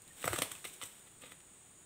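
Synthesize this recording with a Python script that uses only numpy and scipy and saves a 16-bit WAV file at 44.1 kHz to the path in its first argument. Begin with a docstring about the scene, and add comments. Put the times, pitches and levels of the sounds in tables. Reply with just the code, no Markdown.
"""Two roosters fight on a forest floor while insects shrill far off. Plumage and leaves begin to rustle,
with faint snaps and a bird's peep. From 0.24 s the birds leap at each other: wings clap and push air,
quills snap, bodies thud. A twig pings, and from 0.64 s both land and step in dry leaves as the rustle
fades. Ground and trees scatter a short echo; a small microphone with a bright resonance hears it all
from a few metres."""
import sys
import numpy as np
from scipy import signal
from scipy.fft import rfft, irfft
from scipy.io import wavfile

SR = 44100
rng = np.random.default_rng(int(sys.argv[2]) if len(sys.argv) > 2 else 0)


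def materialize(psi):
    """Save the field psi as 16-bit PCM at rate SR to the path in sys.argv[1].

    A 1-D psi becomes a single channel; in a 2-D psi each row is a channel.
    """
    bounded = np.clip(np.atleast_2d(psi).T, -1, 1)
    quanta = np.round(bounded * 32767).astype(np.int16)
    wavfile.write(sys.argv[1], SR, quanta)


N = 81585
T = np.arange(N) / SR

# insect bands: f/Hz, width scale/Hz, level/dB, throb rate/Hz
INSECT_BANDS = [(6947, 260, -66.5, 23), (8070, 29, -74, 6.9), (8190, 580, -65.5, 59), (8760, 64, -69.5, 33),
                (9120, 1020, -67, 60)]
# contour of the rustle: t/s, relative level/dB
RUSTLE_CONTOUR = [(0, -65.5), (.16, -57.5), (.22, -47), (.26, -43), (.30, -41.5), (.37, -42.5), (.412, -45),
                  (.43, -38.5), (.49, -55.5), (.53, -49.5), (.62, -57.5), (.70, -54), (.80, -55),
                  (.88, -54.5), (1.15, -66), (1.85, -69.5)]
# snaps of quills and twigs: t/s, relative level/dB, centre f/Hz
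QUILL_SNAPS = [(0.0197, -55.5, 9000), (0.0786, -53.5, 5100), (.2282, -42.5, 2230), (0.243, -66, 3480),
               (0.2554, -36, 9000), (0.2769, -37.5, 7400), (0.361, -49, 3000), (.3876, -36, 6140),
               (0.4187, -38, 2080), (0.4208, -27, 4230), (0.5182, -43, 7540), (0.5525, -50, 2580),
               (0.6434, -44, 2250), (.8150, -41.5, 2070), (.8370, -42, 5940), (1.2190, -57, 5000),
               (1.2377, -51, 660), (1.3202, -49, 1090), (1.4047, -58.5, 3500)]
# a bird's peep and a twig's ping: t/s, level/dB, f/Hz, rise/s, fall/s
PEEP_AND_PING = [(.1100, -58, 1840, 0.0044, 0.0074), (.5530, -53, 2580, 0.00098, 0.0041)]
# wing beats: t/s, clap rise/s, clap fall/s, thump level/dB, clap level/dB, clap f/Hz, swish level/dB
WING_BEATS = [(.2428, 0.0011, 0.0017, -41, -36, 1230, -42), (.2620, .005, .006, -53, -43, 820, -49),
              (0.2794, 0.0018, 0.00081, -43, -30.5, 900, -39.5), (0.313, 0.0027, .005, -50, -62, 640, -53),
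              (0.3322, 0.0016, 0.001, -46, -36.5, 900, -38), (0.3388, 0.0018, .003, -43.5, -44, 510, -39),
              (0.3618, 0.0025, 0.002, -62, -44, 1590, -38), (.3885, 0.0033, 0.0019, -46, -37.5, 616, -34.5),
              (.4205, 0.00058, 0.0013, -45.5, -34.5, 700, -34),
              (.5175, 0.0019, 0.0016, -53.5, -65, 578, -42)]
# spectrum of a clap: multiple of the clap frequency, level/dB
CLAP_SPECTRUM = [(.12, -16.5), (.3, -9), (.75, -0.5), (1.3, -3), (1.9, -6.5), (2.6, -21), (8, -32)]
# hollow thuds of bodies and pushed air: t/s, relative level/dB, f/Hz, rise/s, fall/s
BODY_THUDS = [(.2460, -39, 298, 0.00087, 0.0011), (0.259, -40, 139, 0.0068, 0.0065),
              (.2790, -38.5, 700, 0.006, .002), (.3120, -38.5, 97, 0.006, 0.0088),
              (.3390, -35.5, 349, 0.0077, 0.0052), (.3950, -46, 169, 0.0048, 0.013),
              (0.427, -50, 115, 0.0057, 0.011), (.4300, -56, 330, 0.012, .02),
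              (.6550, -62, 157, .004, 0.011), (0.834, -56, 107, 0.0032, 0.013),
              (1.239, -58, 212, 0.0021, 0.0032)]
# steps in dry leaves: t/s, rise/s, fall/s, crunch level/dB, crackle level/dB
FOOTSTEPS = [(.6455, 0.0011, 0.0072, -49, -47.5), (0.6526, 0.0015, 0.0035, -41, -46),
             (0.674, 0.017, 0.014, -64, -45), (0.741, 0.014, 0.0091, -70, -50.5),
             (0.8252, 0.0054, .004, -45.5, -45.5), (0.8311, 0.0014, 0.0055, -46.5, -48.5),
             (0.858, 0.0094, 0.012, -67, -47), (1.0750, 0.011, 0.008, -59.5, -63),
             (1.222, 0.006, .006, -53.5, -56), (1.2370, 0.0087, 0.011, -50, -64),
             (1.258, 0.015, 0.047, -51.5, -54.5), (1.32, 0.0068, 0.0054, -57, -54)]
# spectra of the noise sources: f/Hz, level/dB
FOREST_SPECTRUM = [(20, -10.5), (50, -6), (120, -1), (170, -1), (250, -7), (370, -4), (500, -9.5),
                   (1000, -12), (2000, -15), (3600, -16), (5000, -25.5), (11000, -33), (13500, -41),
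                   (15500, -17)]
RUSTLE_SPECTRUM = [(50, -15), (110, -9), (175, 0), (230, 3.5), (360, 3), (600, -1), (1500, 1.5),
                   (3500, 3.5), (6000, 1.5), (9000, -1), (15500, -2)]
SWISH_SPECTRUM = [(150, -29), (700, 0.5), (2000, 6), (3500, 3.5), (6000, 1), (10000, -4), (15500, -6)]
THUMP_SPECTRUM = [(30, -30), (60, -18), (100, 1), (170, 2), (235, -16), (340, -7), (700, -55.5)]
CRUNCH_SPECTRUM = [(40, -41), (90, -6), (400, 1), (720, -9.5), (1150, -2), (1650, -4.5), (2300, 0),
                   (2850, -2), (3500, 0), (5000, -10.5), (12000, -47)]
CRACKLE_SPECTRUM = [(1000, -27), (3000, 4), (6000, 4), (9000, 2.5), (15500, 1)]
# frequency response of the microphone: f/Hz, level/dB
MIC_RESPONSE = [(20, -2), (3000, -2.5), (3700, -2), (4750, -12), (5700, -6.5), (6800, -7.5), (7600, 3),
                (8350, 9), (9200, 1), (10500, -2.5), (13300, -4), (15400, -0.5)]


def undb(db):
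    """Amplitude grows tenfold for every 20 dB."""
    return 10 ** (np.asarray(db) / 20)


def level(x, db):
    """The level of a sustained sound is set by its root mean square."""
    return x * undb(db) / np.sqrt(np.mean(x ** 2) + 1e-30)


def exposure(x, db):
    """Equal energy: a transient is given the energy of 10 ms of steady sound at this level."""
    return level(x, db) * np.sqrt(.01 * SR / N)


def colour(x, spectrum):
    """Minimum-phase filtering: folding the cepstrum turns a magnitude curve into a causal filter."""
    size = 2 ** 17
    hz, db = np.array(spectrum, float).T
    f = np.arange(size // 2 + 1) * SR / size
    curve_db = np.interp(np.log(f + 1), np.log(hz), db)
    cepstrum = irfft(np.log(undb(curve_db)))
    cepstrum[1:size // 2] *= 2
    cepstrum[size // 2 + 1:] = 0
    return irfft(rfft(x, size) * np.exp(rfft(cepstrum)))[:N]


def wander(rate_hz):
    """Interpolation between Gaussian values gives a random modulation of spread near 1."""
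    knots = rng.standard_normal(1024)
    return np.interp(T * rate_hz, np.arange(len(knots)), knots)


def grains(spread_db):
    """Granular noise: dense tiny clicks of uneven size, eight samples each."""
    sizes = undb(spread_db * np.minimum(rng.exponential(size=N // 8 + 1), 5))
    return rng.standard_normal(N) * np.repeat(sizes, 8)[:N]


def swell(at, rise, fall):
    """Exponential growth to a peak and exponential decay, each with its own time constant."""
    time_constants = np.maximum((at - T) / rise, (T - at) / fall)
    return np.exp(-np.minimum(time_constants, 60))


def burst(at, rise, fall, db, spectrum, spread_db):
    """Source and filter: a swell of grains is shaped by a spectrum."""
    return exposure(colour(grains(spread_db) * swell(at, rise, fall), spectrum), db)


def forest_air():
    """Stationary noise, strongest at low frequencies, forms the background."""
    return level(colour(rng.standard_normal(N), FOREST_SPECTRUM), -63.5)


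def insects():
    """Amplitude modulation: each kind of distant insect throbs in its own narrow band of noise."""
    f, out = np.fft.rfftfreq(N, 1 / SR), 0
    for hz, width, db, throb_hz in INSECT_BANDS:
        detuning = 1.13 * (f - hz) / width
        band = irfft(rfft(rng.standard_normal(N)) / (1 + detuning ** 2), N)
        throb = 1 + 0.12 * np.sin(2 * np.pi * throb_hz * T + 2 * wander(7.3))
        drift = undb(2.1 * wander(5.76))
        out = out + level(band * throb * drift, db)
    return out


def rustle():
    """Friction noise: feathers and stirred leaves rub all through the scuffle."""
    rubbing = colour(grains(spread_db=2.2), RUSTLE_SPECTRUM)
    contour_db = np.interp(T, *np.array(RUSTLE_CONTOUR).T)
    flicker_db = 1.1 * wander(119.2)
    return level(rubbing, -1.3) * undb(contour_db + flicker_db)


def snaps(rise_s=.0001, fall_s=.00063):
    """A brief impulse has a broad spectrum: each quill or twig cracks over several octaves."""
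    octaves, out = np.arange(-5, 4), 0
    for at, db, hz in QUILL_SNAPS:
        hump = np.c_[hz * 2. ** octaves, -4 * octaves ** 2]
        out = out + burst(at, rise_s, fall_s, db, hump, spread_db=3.5)
    return out


def damped_tones(table):
    """Damped oscillation: a peep, thud or ping builds up and dies away at a single frequency."""
    return sum(exposure(swell(at, rise, fall) * np.sin(2 * np.pi * hz * (T - at)), db)
               for at, db, hz, rise, fall in table)


def wings():
    """Air displacement: a wing claps air out in a pressure pulse, swishes and pushes a low thump."""
    out = 0
    for at, rise, fall, thump_db, clap_db, hz, swish_db in WING_BEATS:
        spectrum = [(multiple * hz, db) for multiple, db in CLAP_SPECTRUM]
        impulse = np.maximum(1 - abs(T - at) * SR, 0)
        pulse = exposure(colour(impulse, spectrum), 0)
        flutter = burst(at, rise, fall, -2, spectrum, spread_db=-2)  # 2 dB under the clean pulse
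        clap = exposure(pulse + flutter, clap_db)
        swish = burst(at, rise * 1.2, fall * 1.5, swish_db, SWISH_SPECTRUM, spread_db=0.8)
        thump = burst(at, rise, fall * 2, thump_db, THUMP_SPECTRUM, spread_db=-2)
        out = out + clap + swish + thump
    return out


def feet():
    """Brittle fracture: a foot crushes the litter and the dry leaves on top crackle."""
    out = 0
    for at, rise, fall, crunch_db, crackle_db in FOOTSTEPS:
        crunch = burst(at, rise, fall, crunch_db, CRUNCH_SPECTRUM, spread_db=-0.5)
        crackle = burst(at, rise, fall, crackle_db, CRACKLE_SPECTRUM, spread_db=3)
        out = out + crunch + crackle
    return out


def forest_echo(x, ground_t60_s=.057, trees_t60_s=.5, build_s=.0048):
    """Scattering: the ground answers the direct sound quickly, trunks and foliage more softly."""
    ground = rng.standard_normal(N) * undb(-60 * T / ground_t60_s) * (T > .001)
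    trees = rng.standard_normal(N) * undb(-60 * T / trees_t60_s) * (1 - np.exp(-T / build_s))
    response = level(ground, -5) + level(trees, -9)
    return x + signal.fftconvolve(x, response)[:N] / np.sqrt(N)


def scene():
    """Superposition: the fight, coloured by the microphone, adds to insects and forest air."""
    blows = wings() + undb(-3) * snaps() + undb(0.1) * feet()
    thuds = undb(-0.6) * damped_tones(BODY_THUDS)
    fight = forest_echo(blows) + thuds + rustle() + damped_tones(PEEP_AND_PING)
    return (colour(fight, MIC_RESPONSE) + forest_air() + insects())[None]


def record(dry):
    """Band limiting: a steep low-pass filter removes the treble above 15.6 kHz."""
    return signal.sosfilt(signal.ellip(10, .2, 70, 15600, fs=SR, output="sos"), dry)


dry = scene()
out = record(dry)
materialize(out)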